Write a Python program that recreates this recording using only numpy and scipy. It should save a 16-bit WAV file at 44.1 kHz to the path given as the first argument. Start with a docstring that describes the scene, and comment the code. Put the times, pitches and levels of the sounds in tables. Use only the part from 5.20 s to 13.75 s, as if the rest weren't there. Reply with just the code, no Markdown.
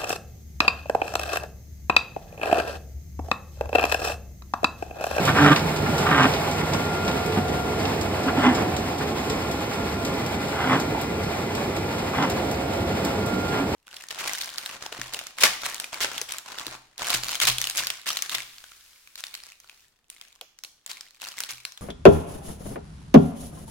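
"""A label press roars and whines in a hard-walled hall while a phone is carried along its printing units.
Drives and blowers make the roar and shake the panels, which sing as the phone passes them.
Every machine cycle brings a swish and two clacks; loose parts tick, levers rap and rollers knock.
On some strokes the web, the long strip of paper, is jerked back over its guides
and rasps and drums close by."""
import sys
import numpy as np
from scipy import signal
from scipy.fft import rfft, irfft, next_fast_len
from scipy.io import wavfile
from scipy.ndimage import uniform_filter1d

SR = 44100
rng = np.random.default_rng(int(sys.argv[2]) if len(sys.argv) > 2 else 0)


def file_out(sig):
    """Save sig as 16-bit WAV at sys.argv[1]."""
    # one column per channel
    cols = np.atleast_2d(sig).T
    # limit, then scale
    lim = np.clip(cols, -1, 1)
    pcm = np.round(lim * 32767).astype(np.int16)
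    wavfile.write(sys.argv[1], SR, pcm)


N = 377055
T = np.arange(N) / SR
FFT_SIZE = next_fast_len(N)
FREQ = np.maximum(np.arange(FFT_SIZE // 2 + 1) * SR / FFT_SIZE, 1)
CYCLE_S = .75  # one machine cycle
RECEDE_DB_PER_S = 6.5  # the first unit's hiss and cam fade as the phone leaves it behind


def gain(db):
    """Turn decibels into a number to multiply by."""
    return 10 ** (np.asarray(db) / 20)


def normalise(x):
    """Scale a sound to an average power of 1."""
    return x / np.sqrt(np.mean(x ** 2))


def over_time(rows):
    """Join up a table's points in time: one curve for each later column."""
    times, *columns = np.transpose(rows)
    return [np.interp(T, times, column) for column in columns]


def over_pitch(rows):
    """Join up a table's points in frequency: one curve for each later column."""
    hz, *columns = np.transpose(rows)
    return [np.interp(np.log(FREQ), np.log(hz), column) for column in columns]


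def filtered(x, response):
    """Give every frequency of a sound its own gain."""
    return irfft(rfft(x, FFT_SIZE) * response, FFT_SIZE)[..., :N]


def above(hz):
    """A filter that lets the frequencies above hz through."""
    return 1 / (1 + (hz / FREQ) ** 4)


def resonance(hz, width_hz):
    """A filter for a part that rings at one pitch."""
    return 1 / (1 + ((FREQ - hz) / width_hz * 2) ** 2)


def peaks(rows):
    """A filter that lifts or lowers several narrow bands."""
    return gain(sum(db * resonance(hz, width_hz) for hz, width_hz, db in rows))


def tiny_resonances(width_hz, depth_db):
    """Countless weak resonances of panels and hall make a slightly bumpy filter."""
    hz = np.arange(0, SR / 2, 10)
    bumps = normalise(signal.lfilter([1], [1, -np.exp(-10 / width_hz)], rng.standard_normal(len(hz))))
    return gain(depth_db * np.interp(FREQ, hz, bumps) * above(680))


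def noise():
    """Two unrelated white noises: one for the direct sound, one for the sound the hall scatters."""
    return rng.standard_normal((2, N))


def coloured_noise(response):
    """Filtered noise with an average power of 1."""
    return normalise(filtered(noise(), response))


def ringing(colour, resonances=()):
    """The dense, noisy ring of a machine part."""
    return coloured_noise(gain(over_pitch(colour)[0]) * peaks(resonances))


def wander(rate_hz):
    """A smooth random drift, roughly between -1 and 1."""
    steps = rng.standard_normal(4096)
    drift = np.interp(T * rate_hz, np.arange(len(steps)), steps)
    return uniform_filter1d(drift, int(SR / rate_hz / 2)) * np.sqrt(2)


def grains(per_s, spread_db):
    """Two rows of tiny random impacts of uneven size."""
    hits = (rng.random((2, N)) < per_s / SR) * np.sign(noise())
    size_db = spread_db * np.minimum(rng.exponential(size=(2, N)), 3)
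    return normalise(hits * gain(size_db))


def blows(times, levels_db, rise_s, ring_s, hall_db, hall_s):
    """Loudness of blows: a quick rise, then a ring and a hall echo that lose 60 dB in ring_s and hall_s."""
    t = T[:SR // 2]
    rise = 1 - np.exp(-t / rise_s)
    power = rise ** 2 * (gain(-60 * t / ring_s) ** 2 + gain(hall_db - 60 * t / hall_s) ** 2)
    total = np.zeros(N + len(t))
    for at_s, db in zip(times, levels_db):
        start = max(int((at_s - rise_s) * SR), 0)
        total[start:start + len(t)] += gain(db) ** 2 * power / power.max()
    return np.sqrt(total[:N])


def pulls(rows, swell_db):
    """Loudness of tugs that swell, hold and let go, plus the extra columns of the strongest tug."""
    rows = np.array(rows)
    start_s, swell_s, hold_s, fade_s, level_db = rows.T[:5, :, None]
    age_s = T - start_s
    rise_db = swell_db * np.clip(1 - age_s / swell_s, 0, 1)
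    fall_db = 60 * np.maximum(age_s - swell_s - hold_s, 0) / fade_s
    each_db = np.where(age_s > 0, level_db - rise_db - fall_db, -np.inf)
    loudness = uniform_filter1d(gain(each_db.max(axis=0)), int(.006 * SR))  # soften the catch
    return loudness, *rows[each_db.argmax(axis=0), 5:].T


def each_cycle(at_s):
    """The times of something that happens once in every machine cycle."""
    return np.arange(at_s, N / SR, CYCLE_S)


# The roar along the phone's walk: time_s, rumble_db, middle_db, hiss_db
ROAR_ALONG_WALK = [(0.0, -25, -28, -34.5), (1.19, -27.5, -29, -36), (2.43, -26, -32, -38.5),
                   (3.36, -24.5, -30, -38.5), (3.76, -27.5, -33, -38.5), (6.55, -27, -33, -40),
                   (8.55, -25.5, -32, -38.5)]
def walk_db():
    """Rumble, middle and hiss rise and fall around their usual levels as the phone moves."""
    return [curve - np.median(curve) for curve in over_time(ROAR_ALONG_WALK)]


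# Moments of hard work in every cycle: time_in_cycle_s, half_width_s, boost_db
DRIVE_LOADS = [(.082, 0.036, 1.5), (.245, 0.037, 0.5), (.40, 0.094, 2.5), (.69, 0.019, 1.23)]
def drive_effort_db():
    """The drives get a little louder each time they take a load."""
    from_load_s = lambda at_s: (T - at_s + CYCLE_S / 2) % CYCLE_S - CYCLE_S / 2
    return sum(db * np.exp(-(from_load_s(at_s) / width_s) ** 2) for at_s, width_s, db in DRIVE_LOADS)


# Tone colour of the drives and blowers: pitch_hz, level_db
ROAR_COLOUR = [(25, -124), (45, -65), (80, -59), (170, -53.5), (400, -53.5), (560, -56), (750, -59.5),
               (1200, -64), (1700, -67), (2400, -64.5), (3500, -71.5), (5000, -76), (9000, -84),
               (15500, -87.5)]
# Resonances of the housing: pitch_hz, width_hz, boost_db
HOUSING_RESONANCES = [(72.7, 16.7, 8), (94.9, 8.7, 10), (422.3, 24.2, 3.5), (496.4, 43, -1.5),
                      (518, 22, 2.5), (673.5, 28, 4.5), (824, 33.6, 6), (1202, 45, -2), (3720, 55, -1.5)]
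def roar():
    """Rollers, gears and blowers rumble and hiss with the effort of the drives, with a fine rattle."""
    colour = gain(over_pitch(ROAR_COLOUR)[0]) * peaks(HOUSING_RESONANCES) * np.sqrt(SR / 2)
    colour *= tiny_resonances(width_hz=14, depth_db=1.3)
    rumble_db, middle_db, hiss_db = walk_db()
    effort_db = drive_effort_db()
    gear_ripple = np.sin(2 * np.pi * 14 * T / CYCLE_S)  # fourteen times a cycle
    flutter = wander(35)
    over_rumble, over_middle = above(554.6), above(2073)
    rumble = filtered(noise(), colour * (1 - over_rumble))
    rumble *= gain(rumble_db + effort_db + .84 * wander(20) - 1.46)
    middle = filtered(noise(), colour * (over_rumble - over_middle))
    middle *= gain(middle_db + .62 * effort_db + 1.014 * flutter - .16)
    rattle = normalise(noise() + .432 * grains(per_s=900, spread_db=.5))
    hiss = filtered(rattle, colour * over_middle)
    hiss *= gain(hiss_db + .39 * effort_db + 1.07 * flutter + .195 * gear_ripple - 1.34)
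    return rumble + middle + hiss


# Panels and rollers, 6 dB quieter reach_s away: pitch_hz, width_hz, passed_at_s, reach_s, level_db
SINGING_PANELS = [(433.5, 48.5, 2.16, 0.36, -34), (324.5, 50, 3.35, 0.25, -34), (868, 102, 3.35, .5, -43),
                  (1057, 60, 4.06, 0.87, -43.5), (2027.6, 11.8, 5.87, 1.12, -47.5),
                  (2358, 34, 5.91, 0.96, -47.5), (536.6, 27.5, 7.31, .5, -37.5),
                  (673.5, 32.6, 7.64, 0.68, -38), (408.6, 32, 7.53, 0.04, -38.5),
                  (193.1, 12.6, 8.05, 0.5, -37.5)]
def panels():
    """Each unit's panels and rollers sing at their own pitch, swelling and fading as the phone passes."""
    shaking = noise()
    sound = np.zeros((2, N))
    for hz, width_hz, passed_at_s, reach_s, db in SINGING_PANELS:
        nearness = 1 / (1 + ((T - passed_at_s) / reach_s) ** 2)
        sound += normalise(filtered(shaking, resonance(hz, width_hz))) * gain(db) * nearness
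    return sound


def tone(hz, db, fade_db, waver_hz):
    """A wavering tone that swells and fades as the phone crosses the hall's standing waves."""
    phase = 2 * np.pi * np.cumsum(hz + waver_hz * wander(12)) / SR
    rows = [np.sin(phase + wander(.37)) * gain(db + fade_db * wander(5.5)) for _ in range(2)]
    return np.sqrt(2) * np.array(rows)


# Loudness of the servo motor's whine and of the blower's blades: time_s, level_db
SERVO_LEVELS = [(0, -46), (.55, -42), (.85, -32.5), (1.15, -43), (1.35, -42), (1.55, -37.5), (1.78, -35.7),
                (2.0, -38), (2.55, -37), (2.82, -56), (3.05, -38), (3.3, -39.5), (3.55, -47), (3.92, -54),
                (4.12, -44), (5.6, -41), (6.2, -45), (6.4, -53), (6.7, -42), (7.45, -45), (8.0, -42),
                (8.12, -36), (8.4, -35.5), (8.54, -49)]
BLOWER_LEVELS = [(0, -37), (.75, -48), (1.3, -39), (1.7, -46), (1.87, -37), (2.45, -37), (2.7, -43),
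                 (3.6, -34.5), (4.0, -38), (4.25, -49), (6.55, -49), (6.95, -39), (8.0, -42.5), (8.55, -49)]
# Faint tones of the motors and their power supplies: pitch_hz, level_db
FAINT_TONES = [(818, -52), (2035, -54), (8005, -71), (12274, -76)]
def motors():
    """The servo motor whines, the blower's blades hum and fainter tones sound along."""
    whine = tone(hz=1400, db=over_time(SERVO_LEVELS)[0], fade_db=.8, waver_hz=.5)
    blower = tone(hz=731.5, db=over_time(BLOWER_LEVELS)[0], fade_db=2, waver_hz=2.4)
    faint = sum(tone(hz, db, fade_db=1.8, waver_hz=3) for hz, db in FAINT_TONES)
    return whine + blower + faint


def cover_boom():
    """The drives shake the first unit's cover; it booms with each cycle and fades as it is left behind."""
    level_db = -29.5 - 4 * T + 3.5 * np.cos(2 * np.pi * T / CYCLE_S)
    return coloured_noise(resonance(hz=152, width_hz=34)) * gain(level_db)


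def paper_hiss():
    """Paper hisses through the open first unit and fades as it is left behind."""
    hiss = coloured_noise(above(5974) * (1 - above(13800)))
    return hiss * gain(-49 - RECEDE_DB_PER_S * T + 3.5 * wander(25.5))


# Tone colour of the swish: pitch_hz, level_db
SWISH_COLOUR = [(500, -20), (1500, -4), (3500, 0), (5500, -3), (8000, -9), (15000, -18)]
def swishes():
    """A swish opens each cycle, louder where the nearest unit hisses more."""
    times = each_cycle(at_s=.0369)
    hiss_db = np.interp(times, T, walk_db()[2])
    loudness = blows(times, -36 + .73 * hiss_db, rise_s=.0065, ring_s=.08, hall_db=-25, hall_s=.234)
    return loudness * ringing(SWISH_COLOUR)


# Clacks of the cylinders, and the sharp snaps that open the first three swishes: start_s, body_db, snap_db
CLACKS_AND_SNAPS = [(0.054, -25.5, -31), (0.563, -30.5, -41), (0.781, -28.5, -34.5), (1.313, -30.5, -39.5),
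                    (1.535, -28.5, -47.5), (1.849, -35, -46.5), (2.061, -38.5, -37), (2.599, -35.5, -45.5),
                    (2.812, -30.5, -36.5), (3.349, -27.5, -42), (3.566, -29, -38.5), (4.099, -27.5, -37.5),
                    (4.313, -33, -38.5), (4.850, -28, -35.5), (5.063, -34, -38.5), (5.600, -29.5, -35),
                    (5.814, -35, -35), (6.351, -30.5, -35.5), (6.565, -34.5, -39.5), (7.1, -30, -32.5),
                    (7.313, -34, -35.5), (7.849, -30.5, -31.5), (8.062, -42.5, -36)]
# Tone colour of a clack's body: pitch_hz, level_db
CLACK_COLOUR = [(300, -22), (1000, 8.5), (3000, 14), (5000, 13), (8000, 8), (15000, -55)]
def clacks(rebound_s=.0194, rebound_db=-11.5):
    """The cylinders clack with a bright snap and bounce back once; the first swishes open with such a snap as
    well."""
    hits = np.array(CLACKS_AND_SNAPS)
    rebounds = hits + [rebound_s, rebound_db, rebound_db]
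    times, body_db, snap_db = np.vstack([hits, rebounds]).T
    body = blows(times, body_db, rise_s=.00154, ring_s=.0199, hall_db=-7.5, hall_s=.134)
    snap = blows(times, snap_db, rise_s=.0018, ring_s=.0357, hall_db=-13.5, hall_s=.18)
    return body * ringing(CLACK_COLOUR) + snap * coloured_noise(above(4200) * (1 - above(18800)))


# Jerks on the tight paper: start_s, swell_s, hold_s, fade_s, level_db, pitch_hz, octave_below_db
PAPER_JERKS = [(0.058, 0.008, 0.035, 0.1, -25.5, 284.7, 2),
               (0.175, 0.0444, 0.048, 0.12, -13.5, 282.4, -4.5),
               (0.3, 0.0089, 0.018, 0.07, -14.5, 284.4, 1.5), (0.9, 0.01, 0.05, 0.2, -25.5, 277.8, -2.5),
               (0.975, 0.0319, 0.06, 0.06, -18, 264.1, -3), (2.166, 0.0067, .014, 0.1, -20.5, 215, -21.5),
               (3.055, 0.011, 0.022, .1, -22.5, 267.6, -12),
               (3.172, 0.012, 0.006, 0.12, -15.5, 256.8, -15.5), (3.215, 0.015, 0.03, 0.2, -20, 252.5, -15),
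               (3.256, 0.014, 0.011, 0.23, -10, 265.6, -23), (5.46, 0.0513, .035, 0.24, -20, 262, -9),
               (6.97, 0.00797, 0.06, 0.2, -26, 275, -5.5), (8.381, 0.023, 0.016, 0.23, -21.5, 273.1, -13.5)]
def paper_drumming():
    """The tight stretch of paper shakes like a drumskin, with a second swing an octave below."""
    pull, pitch_hz, octave_db = pulls(PAPER_JERKS, swell_db=10)
    phase = 2 * np.pi * np.cumsum(pitch_hz + 12 * wander(90)) / SR
    drum = np.sin(phase) * gain(1.4 * wander(60))
    octave_below = gain(octave_db + 2 * wander(30)) * np.sin(phase / 2 + .4 * wander(50))
    return pull * (drum + octave_below) * np.array([[1], [0]])  # so close that all of it is direct


# Strokes that drag the paper over its guides: start_s, swell_s, hold_s, fade_s, level_db, ring_hz
RASP_STROKES = [(0.076, 0.00298, 0.0126, 0.202, -18.5, 1499), (0.148, 0.02505, 0.0553, 0.3, -17.5, 1400),
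                (0.232, 0.02801, 0.016, 0.3499, -13.5, 1350), (0.303, 0.01187, 0.014984, 0.06, -14, 1560),
                (.856, .004, .04, .3, -21.5, 1248), (.875, 0.125, 0.0547, 0.088, -16, 1150),
                (2.165, 0.00748, 0.017, 0.092, -31, 750), (3.073, 0.019, 0.00394, .06, -24.5, 1397),
                (3.16, 0.014, 0.048, 0.3, -26.5, 861), (3.222, 0.0143, 0.032, 0.36, -18.5, 860),
                (3.348, 0.0086, 0.05, 0.25, -31, 800), (5.32, 0.086, .08, 0.3, -27, 1460),
                (5.46, 0.0657, 0.0246, 0.24, -21.5, 1200), (6.935, 0.072, 0.0363, 0.28, -23, 1050),
                (8.312, 0.013, 0.0633, .3, -30.5, 946)]
# Tone colour of the scraping paper: pitch_hz, level_db
RASP_COLOUR = [(60, -46), (150, 9), (340, -1), (600, 3.5), (800, 7), (1500, 5.5), (2200, -1.5), (3000, 0),
               (4000, -16), (5200, -14), (8000, -23.5), (15000, -44.5)]
# Resonances of the guides in the open first unit and in the closed units: pitch_hz, width_hz, boost_db
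OPEN_UNIT_GUIDES = [(424.7, 19, 13.5), (749.5, 37.6, 8.5), (841, 19.3, 3), (1193, 14, 12.5),
                    (1409, 38, 4.5), (1477, 26, 6), (1583, 38, 9.5), (1818, 86, 6.5), (2199, 98.5, 4.5),
                    (2370, 86, 4.5), (2900, 120, -1), (3343, 152, 6.5), (3782, 223, 11)]
CLOSED_UNIT_GUIDES = [(442, 49, 5), (793, 122, 4), (1020, 100, 5.3), (1370, 48, 4.1), (1720, 89, 2.44),
                      (2053, 148, 7), (3420, 196, 9.5)]
def paper_rasp(closed_from_s=2.6, ring_db=-7):
    """Paper slaps and scrapes over its guides, and each stroke sets one of them ringing most."""
    pull, ring_hz = pulls(RASP_STROKES, swell_db=8)
    # the sheet slaps at uneven moments, each time with its own force, and scrapes until the next
    slap_count = np.cumsum(115 * gain(3.5 * wander(130))) / SR
    force_db = rng.uniform(-2.5, 2.5, N // 100)[slap_count.astype(int)]
    slips = grains(per_s=7000, spread_db=1.5) * gain(force_db - 8 * (slap_count % 1))
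    colour = gain(over_pitch(RASP_COLOUR)[0]) * tiny_resonances(width_hz=20, depth_db=1)
    open_rasp = normalise(filtered(slips, colour * peaks(OPEN_UNIT_GUIDES)))
    closed_rasp = normalise(filtered(slips, colour * peaks(CLOSED_UNIT_GUIDES)))
    rasp = np.where(T < closed_from_s, open_rasp, closed_rasp)
    # multiplying by a sine moves the slow part of the slips up to the guide's pitch
    slow_slips = filtered(slips, resonance(hz=0, width_hz=380))
    ring = normalise(slow_slips * np.sin(2 * np.pi * np.cumsum(ring_hz) / SR))
    return pull * (rasp + gain(ring_db) * ring) * np.array([[1], [.6]])  # close by: less scattered sound


# Ticks of loose metal parts: start_s, level_db
LOOSE_TICKS = [(0.361, -17.5), (0.394, -25.5), (1.0321, -24), (1.137, -23.5), (1.1654, -29.5),
               (1.8793, -25), (1.9144, -30), (2.1225, -31), (2.653, -25.5), (5.531, -31), (7.026, -27)]
# Their tone colour: pitch_hz, level_db
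TICK_COLOUR = [(400, -16), (1400, 4), (2900, 6), (4000, 1), (5300, 4.5), (8000, -10.5), (15000, -37.5)]
# Their resonances: pitch_hz, width_hz, boost_db
TICK_RESONANCES = [(2840, 170, 5), (3750, 250, 6.5), (5370, 300, -5)]
def ticks():
    """Loose metal parts tick and ring on briefly in the hall."""
    times, levels_db = np.transpose(LOOSE_TICKS)
    loudness = blows(times, levels_db, rise_s=.0009, ring_s=.03, hall_db=-10, hall_s=.15)
    return loudness * ringing(TICK_COLOUR, TICK_RESONANCES)


# Levers striking the frame: start_s, level_db, pitch_hz, width_hz
LEVER_RAPS = [(0.913, -18, 1350, 2000), (3.809, -25.5, 1200, 2400), (5.749, -22.5, 860, 300),
              (5.773, -27.5, 830, 400), (6.379, -24.5, 900, 1600)]
def raps(cam_db=-18.5, cam_hz=1450, cam_width_hz=2400):
    """The first unit's cam raps once a cycle and levers hit the frame; each rings at its own pitch."""
    cam_times = each_cycle(at_s=.662)
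    parts = [(cam_times, cam_db - RECEDE_DB_PER_S * cam_times, cam_hz, cam_width_hz)]
    parts += [([at_s], [db], hz, width_hz) for at_s, db, hz, width_hz in LEVER_RAPS]
    shaking = noise()
    sound = np.zeros((2, N))
    for times, levels_db, hz, width_hz in parts:
        ring = normalise(filtered(shaking, resonance(hz, width_hz) ** 2))
        sound += ring * blows(times, levels_db, rise_s=.001, ring_s=.07, hall_db=-18, hall_s=.2)
    return sound


# Stray knocks of the rollers: start_s, level_db
ROLLER_KNOCKS = [(0.692, -22), (0.911, -19.5), (1.43, -24), (1.543, -21.5), (1.879, -22), (2.3, -25.5),
                 (2.174, -18.5)]
# Their tone colour: pitch_hz, level_db
KNOCK_COLOUR = [(90, -12.5), (220, 18), (500, -2), (800, 5.5), (1500, -4.5), (2200, -12), (3200, -19),
                (8000, -32.5)]
def knocks():
    """The rollers give a few dull knocks that echo in the hall."""
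    times, levels_db = np.transpose(ROLLER_KNOCKS)
    loudness = blows(times, levels_db, rise_s=.001, ring_s=.1, hall_db=-18, hall_s=.29)
    return loudness * ringing(KNOCK_COLOUR)


# How the phone's two microphones compare: pitch_hz, likeness_0_to_1, left_minus_right_db
MICROPHONES = [(80, 1, -0.5), (302, 0.98, -2), (624, 0.58, -3.5), (920, 0.71, -1), (1486, 0.42, -1.5),
               (3110, 0.65, -0.5), (4250, 0.23, -1), (4990, 0, -4.5), (5555, 1, 0.5), (15000, 1, -0.5)]
def scene():
    """Both microphones share the direct sound; the scattered sound makes left and right differ."""
    running = roar() + panels() + motors() + cover_boom() + paper_hiss()
    strokes = swishes() + clacks() + paper_drumming() + paper_rasp() + ticks() + raps() + knocks()
    direct, scattered = running + strokes
    likeness = np.clip(over_pitch(MICROPHONES)[0], 0, .999 - .025 * above(3000))
    mid = filtered(direct, np.sqrt((1 + likeness) / 2))
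    side = filtered(scattered, np.sqrt((1 - likeness) / 2))
    return np.array([mid + side, mid - side])


# How far the wave at the left microphone is ahead: pitch_hz, lead_cycles
LEFT_LEAD = [(0, -.01), (450, -.04), (1000, .06), (1700, .03), (2200, .18), (2650, .4), (3300, .41),
             (4100, .21), (5000, .25), (6000, .5), (8050, 1), (10250, 1.5), (12400, 2), (16000, 2.81)]
# Balance as the phone turns: time_s, left_minus_right_db
TURNING_BALANCE = [(0, -0.31), (3.3, 0), (5.4, 0.5), (7.8, 0.5)]
def record(dry, ceiling=.88, top_hz=15650):
    """The two microphones differ in level and timing."""
    lead_cycles = np.interp(FREQ, *np.transpose(LEFT_LEAD))
    left = gain(over_pitch(MICROPHONES)[1] / 2) * np.exp(1j * np.pi * lead_cycles)
    heard = filtered(dry, np.array([left, 1 / left]))
    # the press stands to the right, less so while the phone looks down the aisle
    turn_db = over_time(TURNING_BALANCE)[0]
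    heard *= gain(np.array([turn_db, -turn_db]) / 2)
    # the loudest peaks are softly rounded and the top treble is cut
    rounded = heard / (1 + (heard / ceiling) ** 8) ** (1 / 8)
    return signal.sosfilt(signal.ellip(10, .2, 80, top_hz, fs=SR, output="sos"), rounded)


dry = scene()
out = record(dry)
file_out(out)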